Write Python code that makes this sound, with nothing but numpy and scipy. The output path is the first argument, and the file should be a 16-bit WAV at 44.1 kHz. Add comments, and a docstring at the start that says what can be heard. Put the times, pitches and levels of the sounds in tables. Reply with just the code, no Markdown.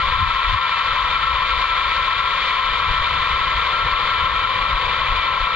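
"""A pulley trolley races along a stranded steel cable high above a valley. From the start, dense rolling
contacts shake its frame, whose fixed modes whine out of a broad roar. Gusts buffet the two microphone
ports of a small camera on a pole, hardest in the first second, then in scattered thumps. Each port
hears the trolley in its own colour, and gain control ducks the loud moments. The roar eases a little
toward the end."""
import sys
import numpy as np
from scipy import signal
from scipy.fft import rfft, irfft
from scipy.io import wavfile
from scipy.ndimage import uniform_filter1d

SR = 44100
rng = np.random.default_rng(int(sys.argv[2]) if len(sys.argv) > 2 else 0)


def generate_wav(signal):
    """Clip the signal to [-1, 1] and save it as 16-bit WAV at the path in sys.argv[1]."""
    frames = np.transpose(np.atleast_2d(signal))
    scaled = np.clip(frames, -1, 1) * 32767
    pcm = np.round(scaled).astype(np.int16)
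    wavfile.write(sys.argv[1], SR, pcm)


N = 244755
TIME_S = np.arange(N) / SR
BIN_HZ = np.maximum(np.arange(N // 2 + 1) * SR / N, 1.)


def trolley(contacts_per_s, spread_db, level_db):
    """Wire crowns strike the wheel grooves densely and unevenly, shaking the frame; near and far port."""
    swells_db = ride_swells(flutter_db=.44, surge_db=.6, rasp_fade_db=1)
    strikes = rng.random((2, N)) < contacts_per_s / SR
    hits = strikes * rng.standard_normal((2, N)) * from_db(spread_db * drift(300))
    direct, scattered = wheel_contact(hits, swells_db)
    frame = frame_response()
    return from_db(level_db) * np.array([coloured(direct, frame), far_port(direct, scattered, frame)])


def ride_swells(flutter_db, surge_db, rasp_fade_db):
    """Swells of drone, roar, grit and rasp in dB; the rasp surges on the grit and eases over the ride."""
    # cable drone, trolley roar and wheel grit about their usual levels: time_s, drone_db, roar_db, grit_db
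    ride = [(0, -1, 0.5, 1.5), (.6, -3.5, -0.5, .5), (1.2, -.5, -0.5, 1.5), (1.8, 0, -3, 2),
            (2.4, -1.5, -4, .5), (3, -.5, -1, .5), (3.6, 1, -3, .5), (4.2, 1.5, -1.5, 1),
            (4.8, 0, -4, -1.5), (5.55, -0.5, -3.5, -1.5)]
    drone_db, roar_db, grit_db = in_time(ride)
    grit_db = grit_db + flutter_db * drift(7.9)  # contact pressure wavers
    rasp_db = grit_db + surge_db * drift(14) + rasp_fade_db * (.5 - np.arange(N) / N)
    return drone_db, roar_db, grit_db, rasp_db


def wheel_contact(hits, swells_db, drone_to_hz=766, grit_from_hz=1370, rasp_from_hz=4800):
    """The rolling contact splits into drone, roar, grit and rasp, each riding its own swell."""
    drone = coloured(hits, 1 / (1 + (BIN_HZ / drone_to_hz) ** 8))
    treble = coloured(hits, 1 / (1 + (grit_from_hz / BIN_HZ) ** 6))
    rasp = coloured(hits, 1 / (1 + (rasp_from_hz / BIN_HZ) ** 12))
    roar, grit = hits - drone - treble, treble - rasp
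    return sum(from_db(db) * band for db, band in zip(swells_db, (drone, roar, grit, rasp)))


def frame_response():
    """Fixed modes of the frame and wheels stand out of a broad body and make the whine."""
    # broad colour of frame and near port: pitch_hz, level_db
    body = [(90, -46.5), (140, -23), (230, -35.5), (400, -32), (720, -25), (880, -19), (960, -10.5),
            (1250, -11.5), (1450, -19), (2100, -17), (2700, -21.5), (3250, -15), (4000, -19.5),
            (5000, -38.5), (5600, -49.5), (8000, -54.5), (13000, -74), (16000, -87)]
    # lopsided frame and wheel modes, and the dips between: pitch_hz, width_below_hz, width_above_hz, lift_db
    frame_modes = [(184.4, 5.4, 7, 3), (397.5, 17, 15, -4.5), (523, 180, 148, 9.5), (1042.8, 93, 94, 11),
                   (1128.3, 32.4, 7.4, 9.5), (1333.6, 62, 22, 13.5), (1354.5, 18.4, 24, 16),
                   (1594, 83, 90, 5), (1746, 120, 110, -8), (1787, 13, 45, 7.5), (1850, 37, 30, 0.5),
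                   (2040, 88, 71, 1), (2363, 88, 55, 10), (2443, 51, 16, 3.5), (2613, 50, 34, 6.5),
                   (3070, 20, 8, 8.5), (3660, 50, 27, 7), (3515, 40, 45, 0.5), (4307, 38, 70, 5),
                   (4675, 110, 160, 4.5), (5130, 100, 140, -0.5), (5910, 370, 250, -4.5),
                   (6790, 900, 420, 6), (8700, 200, 350, -19), (10300, 600, 350, -10.5),
                   (12200, 200, 200, 3.5), (13650, 500, 500, -13)]
    return rms_one(from_db(in_pitch(body)[0] + mode_lifts(frame_modes)))


def far_port(direct, scattered, frame):
    """The far port hears the frame shaded and shifted in phase, with some sound by other paths."""
    # far port against near port: pitch_hz, level_db, phase_lead_rad, likeness (0-1)
    far_colour = [(300, -1.8, 0, .995), (600, -4.8, -.05, .99), (870, -7, -.5, .97), (1300, -5, -.85, .995),
                  (1750, 3, -.5, .96), (2000, 2.2, .45, .99), (2350, -1, 1.05, .99), (3000, -5, 1.0, .985),
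                  (3600, -14.5, .8, .93), (4000, -17, 1.8, .75), (4600, -8, 0, .75), (5050, 1, -2.2, .75),
                  (5500, 1, -2.2, .6), (6100, 4, 2.5, .4), (7200, -2, 2.0, .3), (8200, -12, 1.5, .3),
                  (9500, -11, 1.5, .3), (12000, -3, 1.2, .4)]
    # resonances and shadows of the far port alone: pitch_hz, width_below_hz, width_above_hz, lift_db
    port_modes = [(870, 200, 40, -2), (3730, 100, 100, -3), (4200, 160, 200, 8), (4600, 200, 100, -3),
                  (4760, 150, 150, 3), (5040, 80, 80, 5), (5620, 100, 100, 7), (6180, 80, 80, 4)]
    far_db, lead_rad, likeness = in_pitch(far_colour)
    shade = frame * from_db(far_db + mode_lifts(port_modes))
    shared = coloured(direct, shade * likeness * np.exp(1j * lead_rad))
    return shared + coloured(scattered, shade * np.sqrt(1 - likeness ** 2))


def wind(buffet_db, edge_db, likeness=.88, left_db=1.6, right_db=-1.9):
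    """Pressure lumps rumble on the ports, mostly shared by both; the edges of gusts reach higher."""
    # deep, slow buffeting: pitch_hz, level_db
    buffet_colour = [(10, -12.5), (22, -3), (35, -0.5), (60, -2.5), (90, -27.5), (200, -68.5), (400, -120)]
    # sharper edge of a gust: pitch_hz, level_db
    edge_colour = [(40, -19.5), (75, 3.5), (105, -1.5), (150, -11), (200, -20), (300, -36), (600, -120)]
    shared, own = rng.standard_normal((2, 2, N))
    right = likeness * shared + np.sqrt(1 - likeness ** 2) * own
    buffet = coloured([shared[0], right[0]], from_db(in_pitch(buffet_colour)[0]))
    edge = coloured([shared[1], right[1]], from_db(in_pitch(edge_colour)[0]))
    air = evened(buffet, over_s=.076) * from_db(buffet_db) + evened(edge, over_s=.05) * from_db(edge_db)
    return air * from_db([[left_db], [right_db]])


def gusts(rise_s=.028, fall_s=.012, eddy_db=2, eddy_hz=12):
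    """Buffet and edge levels in dB: thumps swell out of an airstream made lumpy by small eddies."""
    # steady airstream on the ports: time_s, buffet_db, edge_db
    breeze = [(0, -30, -43), (.12, -27, -32), (.28, -27, -33.5), (.4, -38, -53), (.6, -44, -46),
              (.84, -43.5, -47), (.95, -37, -39.5), (1.6, -32, -42), (2.1, -38.5, -43.5),
              (2.55, -39, -48.5), (2.75, -37, -43), (3.2, -35, -38), (3.7, -35, -42.5), (4.3, -34, -39.5),
              (4.95, -40.5, -42), (5.15, -29, -39), (5.25, -37, -41.5), (5.55, -42, -45.5)]
    # thumps of the strongest gusts: peak_s, buffet_db, edge_db
    thumps = [(.23, -32, -19.5), (.495, -20.5, -35.5), (.551, -19.5, -25), (.93, -32, -40),
              (1.04, -33, -42.5), (1.27, -39, -36), (1.36, -27.5, -47), (1.57, -25.5, -43),
              (2.02, -36, -40), (2.73, -30, -38), (2.91, -24, -28), (3.01, -25, -35.5), (3.15, -37, -35.5),
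              (3.34, -25, -39), (3.43, -32.5, -40), (3.581, -27, -34), (3.86, -29, -29), (3.95, -27.5, -42),
              (4.24, -30, -28), (4.64, -29, -42), (4.75, -22, -36), (4.87, -31, -40), (5.13, -24.5, -34),
              (5.43, -25.5, -41)]
    peak_s, *thumps_db = np.transpose(thumps)
    since_s = TIME_S - peak_s[:, None]
    bells = np.exp(-(since_s / np.where(since_s < 0, rise_s, fall_s)) ** 2)
    levels_db = []
    for breeze_db, thump_db in zip(in_time(breeze), thumps_db):
        breeze_power = from_db(2 * (breeze_db + eddy_db * drift(eddy_hz)))
        thump_power = from_db(2 * thump_db) @ bells
        levels_db.append(10 * np.log10(breeze_power + thump_power))
    return levels_db


def mode_lifts(modes):
    """Each mode lifts or dips the response in dB, falling away at its own rate on either side."""
    total_db = 0
    for pitch_hz, below_hz, above_hz, lift_db in modes:
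        detune = 2 * (BIN_HZ - pitch_hz) / np.where(BIN_HZ < pitch_hz, below_hz, above_hz)
        total_db = total_db + lift_db / (1 + detune ** 2)
    return total_db


def evened(noise, over_s):
    """Noise with its own slow swells ironed out, so that the gusts shape it."""
    power = uniform_filter1d(np.mean(noise ** 2, axis=0), int(over_s * SR))
    return rms_one(noise / np.sqrt(power + .12 * power.mean()))


def drift(rate_hz):
    """Random wander at rms 1: noise through two one-pole low-passes."""
    pole = np.exp(-2 * np.pi * rate_hz / SR)
    return rms_one(signal.lfilter([1], [1, -2 * pole, pole * pole], rng.standard_normal(N + SR))[SR:])


def coloured(x, response):
    """A sound through a frequency response."""
    return irfft(rfft(x) * response, N)


def in_time(rows):
    """Columns of an envelope at every sample."""
    time_s, *columns = np.transpose(rows)
    return [np.interp(TIME_S, time_s, column) for column in columns]


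def in_pitch(rows):
    """Columns of a spectrum at every frequency bin."""
    pitch_hz, *columns = np.transpose(rows)
    return [np.interp(np.log(BIN_HZ), np.log(pitch_hz), column) for column in columns]


def from_db(db):
    """dB to gain."""
    return 10 ** (np.asarray(db) / 20)


def rms_one(x):
    """Scaled to rms 1."""
    return x / np.sqrt(np.mean(x ** 2) + 1e-20)


def scene():
    """The trolley on its cable, with wind on the ports."""
    return trolley(contacts_per_s=30000, spread_db=.62, level_db=-14) + wind(*gusts())


def record(dry, target_db=-18.5, squeeze=.77, follow_s=.0089, release_db_per_s=74.5, cutoff_hz=15750):
    """Gain control ducks fast on loud moments and lets go steadily; a short fade-in, and the top is cut."""
    sidechain = signal.sosfilt(signal.butter(2, 220, "high", fs=SR, output="sos"), dry)
    pole = np.exp(-1 / (follow_s * SR))
    power = np.mean(sidechain ** 2, axis=0)
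    followed, _ = signal.lfilter([1 - pole], [1, -pole], power, zi=[from_db(2 * target_db)])
    release_db = release_db_per_s * TIME_S
    held_db = np.maximum.accumulate(10 * np.log10(followed) + release_db) - release_db
    levelled = dry * from_db(-squeeze * (held_db - target_db))
    fade_in = np.sin(np.minimum(TIME_S / .001, 1) * np.pi / 2) ** 2
    high_cut = signal.ellip(12, .5, 70, cutoff_hz, fs=SR, output="sos")
    return signal.sosfilt(high_cut, levelled * fade_in)


dry = scene()
out = record(dry)
generate_wav(out)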